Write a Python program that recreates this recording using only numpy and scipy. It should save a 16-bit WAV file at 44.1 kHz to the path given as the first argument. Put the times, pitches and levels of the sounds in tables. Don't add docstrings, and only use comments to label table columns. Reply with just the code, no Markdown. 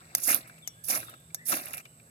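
import sys
import numpy as np
from scipy import signal
from scipy.fft import rfft, irfft
from scipy.io import wavfile

SR = 44100
rng = np.random.default_rng(int(sys.argv[2]) if len(sys.argv) > 2 else 0)


def boost_factor(decibels):
    exponent = np.asarray(decibels, float) / 20
    return 10 ** exponent


def generate_wav(signal):
    frames = np.transpose(np.atleast_2d(signal))
    scaled = np.clip(frames, -1, 1) * 32767
    pcm = np.round(scaled).astype(np.int16)
    wavfile.write(sys.argv[1], SR, pcm)


N = 92610
HZ = np.fft.rfftfreq(N, 1 / SR) + 1


def in_time(rows):
    s, db = np.transpose(rows)
    return boost_factor(np.interp(np.arange(N) / SR, s, db, -150, -150))


def at_hz(points):
    points = np.array(points)
    return np.interp(np.log(HZ), np.log(points[:, 0] + 1), points[:, 1])


def rms_one(x):
    return x / np.sqrt(np.mean(x ** 2) + 1e-20)


def colour(x, spectrum):
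    cepstrum = irfft(np.log(boost_factor(at_hz([(10, -70)] + list(spectrum)))), N)
    cepstrum[1:N // 2] *= 2
    cepstrum[N // 2 + 1:] = 0
    return rms_one(irfft(rfft(x) * np.exp(rfft(cepstrum)), N))


def peak(x, hz, width_hz):
    r = np.exp(-np.pi * width_hz / SR)
    top = np.array([1, 0, -1]) * (1 - r * r) / 2
    return signal.lfilter(top, [1, -2 * r * np.cos(2 * np.pi * hz / SR), r * r], x + 1e-18)


def drift(rate_hz):
    r = np.exp(-2 * np.pi * rate_hz / SR)
    wander = signal.lfilter([1], [1, -2 * r, r * r], rng.standard_normal(N + SR))
    return rms_one(wander[SR:])


def grains(per_s, spread_db):
    strength = boost_factor(spread_db * np.minimum(rng.exponential(1, N), 4))
    signed = strength * rng.standard_normal((3, N))
    return signed * (rng.random(N) < per_s / SR)


def puffs(rows, rise_s=.00045):
    out = np.zeros(N + SR)
    for s, db, length in rows:
        age = np.arange(int(4 * length * SR)) / SR
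        start = int(s * SR)
        out[start:start + len(age)] += boost_factor(db - 20 * age / length) * np.minimum(age / rise_s, 1)
    return out[:N]


def scatter(x, t60_s):
    t = np.arange(N) / SR
    tail = rng.standard_normal((2, N)) * boost_factor(-60 * t / t60_s) * (t > .002)
    echoes = irfft(rfft(x, 2 * N) * rfft(tail, 2 * N))[:, :N]
    return echoes / np.sqrt(np.sum(tail[0] ** 2))


# f/Hz, common share [0-1]
PORT_LIKENESS = [(150, .96), (700, .92), (1400, .72), (2800, .62), (5000, .32), (12000, .35)]


def ports(three):
    share, w = at_hz(PORT_LIKENESS), rfft(three)
    return irfft(np.sqrt(share) * w[0] + np.sqrt(1 - share) * w[1:], N)


# f/Hz, level/dB (per Hz)
AIR_COLOUR = [(240, -13.5), (700, -13), (2600, -21.5), (3200, -24), (6500, -25), (10000, -21),
              (15000, -24.5), (15800, -51)]


def air():
    hiss = colour(ports(rng.standard_normal((3, N))), AIR_COLOUR)
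    return boost_factor(-52.5 - 9.5) * hiss


# f/Hz, width [Hz], level/dB
HUM_TONES = [(80, 19.6, -65.5), (116.5, 2.26, -63.5), (135.6, 2.9, -65), (160.26, 3.1, -63),
             (211, 4, -74.5), (235, 6.1, -73)]


def hum():
    return sum(boost_factor(db) * rms_one(peak(rng.standard_normal(N), hz, width)) for hz, width, db in HUM_TONES)


def insects():
    pitch_hz, width_hz, level_db, throb_db = 7950, 800, -61.5, .5
    band = np.exp(-(2 * (HZ - pitch_hz) / width_hz) ** 2)
    buzz = rms_one(irfft(rfft(rng.standard_normal((2, N))) * band, N))
    return boost_factor(level_db + throb_db * drift(69)) * buzz


# t/s, length [s], start f/Hz, end f/Hz, level/dB
BIRD_WHISTLES = [(.622, .062, 3560, 2900, -52), (1.062, .065, 3760, 2900, -55),
                 (1.828, .05, 3200, 2850, -60), (1.385, .03, 3600, 3400, -70), (1.07, .12, 3740, 3680, -68),
                 (.39, .09, 1850, 2270, -64), (.47, .1, 2270, 2290, -64), (.74, .13, 1580, 1800, -68),
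                 (1.362, .065, 1700, 2020, -58), (1.41, .045, 2020, 1980, -60),
                 (1.14, .08, 1600, 1620, -75), (2.06, .06, 1650, 1850, -70)]


def birds():
    level_db, fade_db, wet_db, wood_t60_s = 3.5, 6, -3, .9
    t, out = np.arange(N) / SR, np.zeros(N)
    for s, length, from_hz, to_hz, db in BIRD_WHISTLES:
        u = np.clip((t - s) / length, 0, 1)
        glide = from_hz + (to_hz - from_hz) * np.sin(np.pi * u / 2) ** 2
        fade = fade_db * u * (to_hz < from_hz)
        swell = np.sqrt(2 * np.sin(np.pi * u).clip(0))
        out += boost_factor(db + level_db - fade) * swell * np.sin(2 * np.pi * np.cumsum(glide) / SR)
    return out + boost_factor(wet_db) * scatter(out, wood_t60_s)


# t/s, level/dB
TWIG_SHOVES = [
    [(0, -62), (.138, -62), (.2, -52.5)],
    [(.2, -63), (.268, -53), (.28, -36), (.335, -38.5), (.42, -61), (.62, -70)],
    [(.872, -78), (.886, -45), (.92, -41), (.985, -45), (1.01, -55.5), (1.15, -63), (1.17, -95)],
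    [(1.45, -83), (1.5, -43.5), (1.525, -36), (1.56, -43.5), (1.62, -51), (1.805, -57), (1.82, -97)],
]
# f/Hz, level/dB (per Hz)
TWIG_COLOUR = [(60, -14), (150, -7.5), (450, -3), (1200, -2), (2600, -2), (2900, -8), (3150, -6),
               (6000, -19.5), (9000, -23)]


def twig_rattle():
    clicks = grains(5000, 3)
    rattle = 0
    for k, hz in enumerate(150 * 2 ** np.arange(0, 6, .75)):
        clump = boost_factor(2.5 * drift(40))
        rattle = rattle + peak(clicks, hz, hz * .6) * clump * (-1) ** k
    shove = sum(in_time(curve) for curve in TWIG_SHOVES)
    return boost_factor(5) * colour(rattle, TWIG_COLOUR) * shove * boost_factor(.86 * drift(180))


# t/s, peak level/dB, f/Hz
TWIG_TICKS = [(0.235, -19.5, 6800), (0.326, -19, 2580), (1.524, -23.5, 2540), (1.619, -47, 2320),
              (1.639, -51, 2420), (1.694, -40, 2290), (1.722, -48, 2550), (1.744, -40.5, 2330),
              (1.757, -43, 2500), (1.766, -53, 2470), (0.417, -56, 1910), (.44, -50, 1490),
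              (.458, -59, 1500), (0.477, -45, 2650), (0.495, -34, 1570), (0.529, -63, 1880),
              (0.578, -41.5, 2630), (1.027, -30.5, 1500), (1.082, -36.5, 1410), (1.137, -34.5, 1420),
              (1.303, -45, 2100), (1.322, -63, 4200), (1.667, -32, 2670), (1.735, -23, 2290),
              (1.777, -29.5, 2360), (1.804, -40.5, 2400), (1.853, -32.5, 2360), (1.998, -43, 2440)]


def twig_ticks():
    level_db, length_s, rise_s, cycles = 3.5, .009, .003, 6
    white, out = rng.standard_normal((3, N)), np.zeros((3, N))
    for s, db, hz in TWIG_TICKS:
        burst = white * puffs([(s, db + level_db, length_s)], rise_s)
        out += 1.8 * peak(peak(burst, hz, hz / cycles * 2), hz, hz * .23)
        if hz < 4000:
            out += 1.12 * peak(peak(burst, 1260, 1500), 900, 3000)
    return out


# t/s, peak level/dB, low share level/dB, top share level/dB, rod ring level/dB
STEEL_TAPS = [
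    (.15, -9.5, -23, 5, -5),
    (0.3452, -18, -45, 16, -4),
    (0.6755, -17, -30, -2, 2),
    (1.346, -19, -27.5, 1, -7),
]
# f/Hz, level/dB, time to fall 60 dB [s]
STEEL_MODES = [(740, -20, .015), (1620, -20, .014), (2050, -16, .014), (3550, -15, .016), (6280, -5, .012),
               (10250, -5, .008), (12300, -4, .008), (5560, -20, .055), (5480, -31, .13), (5640, -30, .16),
               (5730, -31, .14), (5900, -31, .1), (4800, -14, .012)]
# f/Hz, level/dB (per Hz)
CRACK_COLOUR = [(450, -55), (750, -13.5), (2600, -21.5), (4200, -17), (6230, -0.5), (9000, -16.5),
                (12300, -1), (15800, -19.5)]


def taps():
    tap_db, crack_db, crack_s, split_hz = -2, -4, .0028, 8500
    crack = rfft(colour(rng.standard_normal((3, N)), CRACK_COLOUR))
    body = puffs([(s, db + crack_db, crack_s) for s, db, low, top, ring in STEEL_TAPS])
    bright = puffs([(s, db + top + crack_db, crack_s) for s, db, low, top, ring in STEEL_TAPS])
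    out = irfft(crack * (HZ < split_hz), N) * body + irfft(crack * (HZ >= split_hz), N) * bright
    t = np.arange(N) / SR
    chance = rng.normal(0, 2, (len(STEEL_TAPS), len(STEEL_MODES), 3, 1))
    for (s, db, low, top, ring), row in zip(STEEL_TAPS, chance):
        age = np.clip(t - s, 0, 1)
        rise = np.minimum(age / .00027, 1)
        for (hz, mode_db, t60), c in zip(STEEL_MODES, row):
            if hz < 3000:
                share_db = low + 25
            else:
                share_db = top * (hz > split_hz) + ring * (t60 > .05)
            level = boost_factor(db + tap_db + mode_db + c + share_db - 60 * age / t60)
            out += level * np.sin(2 * np.pi * hz * age + 3 * c) * rise
    return out


# t/s, peak level/dB, length [s]
EDGE_SNAGS = [
    (.885, -13, .004),
    (1.484, -16, .003),
    (1.739, -24, .003),
    (1.779, -21, .003),
]


def snags():
    burst = rng.choice([-1., 1.], (3, N)) * puffs(EDGE_SNAGS, .0004)
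    return peak(burst, 11000, 3000)


# t/s, level/dB
EDGE_STROKES = [
    [(.16, -73), (.215, -45.5), (.235, -33.5), (.27, -33.5), (.296, -27.5), (.336, -37.5), (.342, -40),
     (.36, -33.5), (.46, -83)],
    [(.836, -79), (.84, -41.5), (.881, -44), (.886, -30.5), (.92, -34.5), (.968, -36), (1.01, -48.5),
     (1.13, -72)],
    [(1.449, -68), (1.456, -42), (1.48, -36.5), (1.487, -32.5), (1.55, -37.5), (1.64, -52.5), (1.805, -58),
     (1.82, -70)],
]
# t/s, peak level/dB, length [s]
EDGE_CATCHES = [(.17, -36, 0.026), (.182, -30, 0.0059), (.2, -40, 0.02), (.227, -40, 0.00295),
                (.235, -36, 0.003), (.254, -26, 0.0028), (.26, -32.5, .002), (.291, -34, 0.0018),
                (.297, -39, .003), (.328, -28, 0.0067), (.274, -24, 0.021), (.284, -36.5, .012),
                (.305, -20, 0.0048), (.475, -52, 0.057), (.585, -57, 0.0092), (.838, -66, 0.012),
                (.881, -38, 0.0028), (.899, -25, 0.011), (.905, -26, .002), (.917, -33.5, 0.0048),
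                (.946, -25, 0.0078), (.963, -44, 0.0053), (1.048, -38, 0.002), (1.462, -49, .004),
                (1.496, -22.5, .004), (1.504, -20.5, .002), (1.519, -25, 0.0097), (1.527, -37, 0.0027),
                (1.567, -34, 0.0047), (1.605, -46, .006), (1.683, -37.5, .004), (1.714, -47, 0.0031),
                (1.095, -45, 0.015), (1.143, -52, 0.0093), (1.2, -51.5, 0.005), (1.657, -32, 0.0043),
                (1.707, -36, .004), (1.733, -33, 0.0071), (1.744, -27.5, 0.0081), (1.771, -35.5, 0.005),
                (1.781, -34.5, 0.0081), (1.853, -44.5, 0.0062)]
# f/Hz, level/dB (per Hz)
RASP_COLOUR = [(1760, -30.5), (3000, -39), (3110, -59), (4970, -44.5), (6120, -12.5), (8130, 1),
               (11000, 12), (15700, -21)]
# f/Hz, width [Hz], level/dB
EDGE_RINGS = [(3484, 660, -7.5), (5850, 1650, 5.5), (11120, 1950, -1), (11024, 420, 11), (12230, 100, 5),
              (12220, 630, 9), (13440, 810, 7), (13400, 540, 0.5)]


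def rasp():
    ring_db, patch_db, rasp_db = 4.5, 3.5, 5
    slips = grains(10000, 1.9) * boost_factor(.37 * drift(200))
    rings = 0
    for hz, width, db in EDGE_RINGS:
        swell = boost_factor(db + patch_db * drift(93))
        rings = rings + swell * peak(peak(slips, hz, width), hz, 9 * width)
    sound = rms_one(colour(slips, RASP_COLOUR) + boost_factor(ring_db) * rms_one(rings))
    pressure = sum(in_time(curve) for curve in EDGE_STROKES) * boost_factor(.5 * drift(6.7))
    return sound * (boost_factor(rasp_db) * pressure + puffs(EDGE_CATCHES))


def scene():
    near = rasp() + (twig_rattle() + twig_ticks()) + taps()
    far = birds() + (air() + hum() + insects())
    direct = near + snags()
    echoes = boost_factor(-8.5) * scatter(near[0], .033)[[0, 0, 1]]
    return ports(direct + echoes) + far


def band_limit(x):
    return signal.sosfilt(signal.butter(12, 16790, fs=SR, output="sos"), x)


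# f/Hz, left minus right level/dB
PORT_LEAN = [(300, .5), (740, -4.5), (1220, 4), (2200, 2.2), (4800, 6), (7000, 3), (8800, -14.5),
             (15000, -12.5)]
# f/Hz, left lead [radians]
PORT_LEAD = [(0, 0), (600, .2), (860, 2.8), (1460, 2.2), (3010, 7.2), (4050, 13.2), (6460, 17.5),
             (16400, 30)]


def record(dry):
    top_hz, bottom_hz = 16000, 51.5
    notch_hz, notch_width_hz, notch_depth = 3150, 240, .72
    notch = 1 - notch_depth * np.exp(-((HZ - notch_hz) / notch_width_hz) ** 2)
    shared = (HZ < top_hz) * notch / (1 + (bottom_hz / HZ) ** 1.76)
    lean = boost_factor(at_hz(PORT_LEAN))
    balance = np.sqrt(2) * np.array([lean, np.ones_like(lean)]) / np.sqrt(1 + lean ** 2)
    hz, lead = np.transpose(PORT_LEAD)
    side = np.array([[1], [-1]])
    timing = np.exp(.5j * side * np.interp(HZ, hz, lead))
    mix = irfft(rfft(dry) * shared * balance * timing, N)
    return band_limit(mix)


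dry = scene()
out = record(dry)
generate_wav(out)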